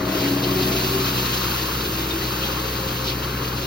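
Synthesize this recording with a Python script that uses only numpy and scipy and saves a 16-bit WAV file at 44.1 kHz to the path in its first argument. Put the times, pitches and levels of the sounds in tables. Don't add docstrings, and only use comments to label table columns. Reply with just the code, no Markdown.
import sys
import numpy as np
from scipy import signal
from scipy.fft import rfft, irfft, next_fast_len
from scipy.io import wavfile
from scipy.ndimage import uniform_filter1d, map_coordinates

SR = 44100
rng = np.random.default_rng(int(sys.argv[2]) if len(sys.argv) > 2 else 0)


def inscribe(sig):
    pcm = np.round(np.clip(np.atleast_2d(sig).T, -1, 1) * 32767)
    wavfile.write(sys.argv[1], SR, pcm.astype(np.int16))


N = 161406

FIRING_HZ, SPEED_WANDER = 62.97, 0.0018
# (frequency [Hz], coherence, left lead [rad], left over right [dB])
MIC_PAIR = [(60, 1, 0, .2), (130, 1, 0, 1.5), (400, .99, 0, 3.1), (650, .86, .8, 7.4),
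            (800, .15, -.5, 10.3), (1100, .84, -1.1, 6.9), (1550, .88, -.45, 4.5), (1950, .78, 0, 2.3),
            (2400, .3, -.2, -.8), (2650, .45, 2.2, -2.9), (3200, .7, 2, 1), (3500, .4, 3.3, 3.1),
            (3850, .78, 5.9, -.7), (4350, .98, 6.3, 0), (5000, .53, 7, .6), (6500, .57, 8.6, -.5),
            (7200, .85, 9.3, 0), (7900, 1, 3 * np.pi, 0), (11100, 1, 3 * np.pi, 0), (12400, .72, 9.8, 0),
            (15500, .55, 11.9, 0)]


def amp(db):
    return 10 ** (np.asarray(db) / 20)


def unit(x):
    return x / np.sqrt(np.mean(x ** 2) + 1e-20)


def along(points, hz, column=1):
    columns = np.transpose(points)
    return np.interp(np.log(hz + 1), np.log(columns[0] + 1), columns[column])


def curves(rows):
    times, *columns = np.transpose(rows)
    return [np.interp(np.arange(N) / SR, times, column) for column in columns]


def wobble(rate):
    return map_coordinates(rng.standard_normal(1024), [np.arange(N) * rate / SR], mode="wrap")


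def filtered(x, response):
    size = next_fast_len(N + SR // 2)
    return irfft(rfft(x, size) * response(np.fft.rfftfreq(size, 1 / SR)), size)[..., :N]


def spread(pair, spectrum):
    # (centre [Hz], half width [Hz], lift [dB])
    rings = [(2840, 6.7, 7), (3160, 36, 7.5), (4130, 60, 4.5)]

    def mid_side_eq(hz):
        width = np.arccos(np.clip(along(MIC_PAIR, hz), 0, 1)) / 2
        ring_db = sum(lift / (1 + ((hz - centre) / half) ** 2) for centre, half, lift in rings)
        return amp(along(spectrum, hz) + ring_db) * [np.cos(width), np.sin(width)]
    mid, side = filtered(pair, mid_side_eq)
    return unit(np.array([mid + side, mid - side]))


def rush(spectrum, patchy_db):
    bins = signal.stft(rng.standard_normal((2, N)), nperseg=512)[2]
    patches = uniform_filter1d(rng.standard_normal(bins.shape[1:]), size=6, axis=0)
    patches = uniform_filter1d(patches, size=12, axis=1)
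    noise = signal.istft(bins * amp(patchy_db * unit(patches)), nperseg=512)[1]
    return spread(noise[:, :N], spectrum)


def cycle(hz):
    return 2 * np.pi * (np.cumsum(hz) / SR + rng.random())


def tone(phase, level_db, flutter_db, smear_rad):
    return np.sqrt(2) * amp(level_db + flutter_db * wobble(17)) * np.sin(phase + smear_rad * wobble(22))


def roughness(depth):
    return unit(1 + depth * wobble(70))


def engine(crank):
    # (multiple of crank rate, level ahead [dB], alongside [dB], from behind [dB])
    orders = [(2, -40, -36, -34.6), (6, -31, -38, -44.5), (7, -41, -43, -49), (10, -42.5, -43, -41.5),
              (12, -50.5, -41.5, -45), (14, -55, -64, -46.5), (20, -36.5, -51, -69),
              (21, -47.5, -64, -61.5), (27, -46, -56.5, -64), (30, -49.5, -48, -52.5), (34, -43, -42, -47)]
    # (ahead until [s], alongside from [s], alongside until [s], behind from [s])
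    pass_times = [0.201, 0.851, 1.25, 1.75]
    # (time [s], level [dB])
    boom = [(0, -36.5), (.55, -30), (1.2, -31.5), (1.85, -37), (2.3, -35.5), (2.8, -35.5), (3.5, -32.7)]
    t = np.arange(N) / SR
    harmonics = [(order, np.interp(t, pass_times, [ahead, beside, beside, behind]))
                 for order, ahead, beside, behind in orders]
    harmonics.append((4, curves(boom)[0]))
    return sum(tone(order * crank + 2 * np.pi * rng.random(), db, flutter_db=0.45, smear_rad=0.06)
               for order, db in harmonics)


def fan(pitch_hz=282.8):
    # (time [s], level [dB])
    drone = [(0, -31.5), (.33, -24), (.7, -34.5), (1.1, -34), (1.55, -51), (2.05, -39), (2.4, -61),
             (2.9, -41.5), (3.66, -41)]
    db, = curves(drone)
    return roughness(0.17) * tone(cycle(np.full(N, pitch_hz)), db, flutter_db=1.5, smear_rad=0.15)


def hydraulics():
    # (time [s], pitch [Hz], level [dB])
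    moan_glide = [(0, 338, -44), (.38, 355, -31), (.47, 363, -33.5), (.58, 369, -25.5), (.73, 371, -31.5),
                  (.82, 375, -29), (.89, 380, -31.5), (.97, 385, -25.5), (1.1, 377, -33), (1.47, 345, -52),
                  (1.64, 318, -36), (1.85, 325, -42), (2.02, 329, -31), (2.14, 327, -29.5),
                  (2.32, 321, -41), (3.66, 320, -54)]
    # (time [s], pitch [Hz], level [dB])
    whine_glide = [(0, 526.4, -39.5), (.9, 490, -56), (1.3, 499.4, -41), (1.55, 552, -47),
                   (2.15, 535, -47.5), (2.52, 540.6, -40.5), (3, 523, -41), (3.45, 547, -45),
                   (3.66, 546, -46)]
    moan_hz, moan_db = curves(moan_glide)
    whine_hz, whine_db = curves(whine_glide)
    moan = roughness(0.22) * tone(cycle(moan_hz), moan_db, flutter_db=-1.5, smear_rad=0.4)
    whine = roughness(0.3) * tone(cycle(whine_hz), whine_db, flutter_db=2, smear_rad=0.24)
    return moan + whine


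def suction(crank):
    # (frequency [Hz], gain [dB])
    rumble_eq = [(20, -53.5), (35, -24), (50, -4), (80, 1.5), (110, 2.5), (170, 6), (250, 0), (350, 3.5),
                 (450, 0), (600, -7.5), (1300, -44.5)]
    # (time [s], level [dB])
    growl_level = [(0, -31.5), (.15, -27), (.35, -29.5), (.7, -26.5), (1.05, -36.5), (1.5, -49), (2, -38.5),
                   (3.66, -43.5)]
    # (frequency [Hz], gain [dB])
    growl_eq = [(60, -22), (120, -8.5), (190, 0), (280, -1.5), (370, 7), (460, -6), (650, -4.5),
                (800, -8.5), (1100, -35.5), (2000, -12.5), (3000, -43.5), (6000, -59)]
    # (time [s], level [dB])
    air_level = [(0, -31), (.6, -33), (.95, -31), (1.55, -30.5), (1.85, -33), (2.35, -33), (3, -33),
                 (3.66, -33)]
    # (frequency [Hz], gain [dB])
    air_eq = [(300, -8.5), (600, -13), (830, 0), (980, 1), (1080, 4), (1220, 2.5), (1420, 1.5),
              (1650, -2.5), (2100, -5.5), (3000, -13.5), (6000, -26), (16000, -47)]
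    growl_db, = curves(growl_level)
    air_db, = curves(air_level)
    throb = np.sin(2 * crank)
    flutter_db = 0.55 * np.sin(cycle(hz=11.2 + 0.67 * wobble(3)))
    rumble = amp(-33) * rush(rumble_eq, patchy_db=1.1)
    growl = amp(growl_db) * rush(growl_eq, patchy_db=0.7)
    air = amp(air_db + 0.31 * throb + flutter_db) * rush(air_eq, patchy_db=1.43)
    return amp(0.29 * throb) * (rumble + growl) + air


def grit(t60_s=0.063):
    # (time [s], level [dB], pitch [Hz])
    pings = [(2.109, -17, 3655), (2.435, -17.5, 3300)]
    t, out = np.arange(N) / SR, np.zeros(N)
    for start, db, hz in pings:
        age = np.maximum(t - start, 0)
        attack = 1 - np.exp(-0.5 * hz * age)
        out += amp(db - 60 * age / t60_s) * attack * np.sin(2 * np.pi * hz * age)
    return out * np.array([[1], [0.5]])


def scrapes(half_width_octaves=0.53, sag_hz_per_s=16000):
    # (peak time [s], half length [s], level [dB], centre [Hz])
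    bites = [(0.262, 0.02, -31.5, 2100), (0.442, 0.009, -27, 3700), (0.634, 0.012, -29, 3700),
             (2.442, 0.014, -33, 2800), (3.088, .028, -26, 3750)]
    t, out = np.arange(N) / SR, np.zeros((2, N))
    for peak_s, half_s, db, centre_hz in bites:
        band = [(centre_hz * 2 ** (k * half_width_octaves), -6 * k * k) for k in range(-3, 4)]
        envelope = amp(db + 1.2 * wobble(250)) * np.exp(-0.5 * ((t - peak_s) / half_s) ** 2)
        rasp = spread(rng.standard_normal((2, N)), band)
        analytic = signal.hilbert(rasp, next_fast_len(N))[:, :N]
        down_sweep = np.exp(-1j * np.pi * sag_hz_per_s * (t - peak_s) ** 2)
        out += envelope * np.real(analytic * down_sweep)
    return out


def brush(flicks_per_s=900):
    # (time [s], level [dB])
    contact_level = [(0, -32.5), (.15, -25.5), (.28, -23.5), (.38, -26.5), (.65, -22.5), (1.45, -22.5),
                     (1.98, -25.5), (2.35, -25), (2.65, -26), (3, -26.5), (3.25, -29), (3.66, -28)]
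    # (frequency [Hz], gain [dB])
    wire_eq = [(800, -6), (2000, -8.5), (2650, 4.5), (3100, -0.5), (3550, 1.5), (4000, 1.5), (4700, 2.5),
               (5400, -3.5), (6600, -4), (8000, -27.5), (12000, -42.5), (16000, -22)]
    # (frequency [Hz], gain [dB])
    sizzle_eq = [(3000, -30), (6000, -11), (7600, -6.5), (12000, -2), (13800, 0), (16000, -3.8)]
    contact_db = curves(contact_level)[0] + 0.35 * wobble(23)
    hiss = rush(wire_eq, patchy_db=0.5)
    sizzle = rush(sizzle_eq, patchy_db=0.5)
    clicks = (rng.random((2, N)) < flicks_per_s / SR) * rng.standard_normal((2, N))
    flicks = spread(clicks, wire_eq)
    hiss_db = -5.5 + 1.17 * wobble(70)
    return amp(contact_db) * (amp(hiss_db) * hiss + amp(-5) * sizzle + amp(-19) * flicks)


def scene():
    crank = cycle(FIRING_HZ / 2 * (1 + SPEED_WANDER * wobble(3.03)))
    return engine(crank) + fan() + hydraulics() + suction(crank) + brush() + scrapes() + grit()


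def record(dry):
    def mic_response(hz):
        sides = np.array([[0.5], [-0.5]])
        gain = amp(sides * along(MIC_PAIR, hz, column=3))
        phase = sides * along(MIC_PAIR, hz, column=2)
        return gain / np.sqrt(np.mean(gain ** 2, axis=0)) * np.exp(1j * phase)
    return filtered(filtered(dry, mic_response), lambda hz: hz < 15950)


dry = scene()
out = record(dry)
inscribe(out)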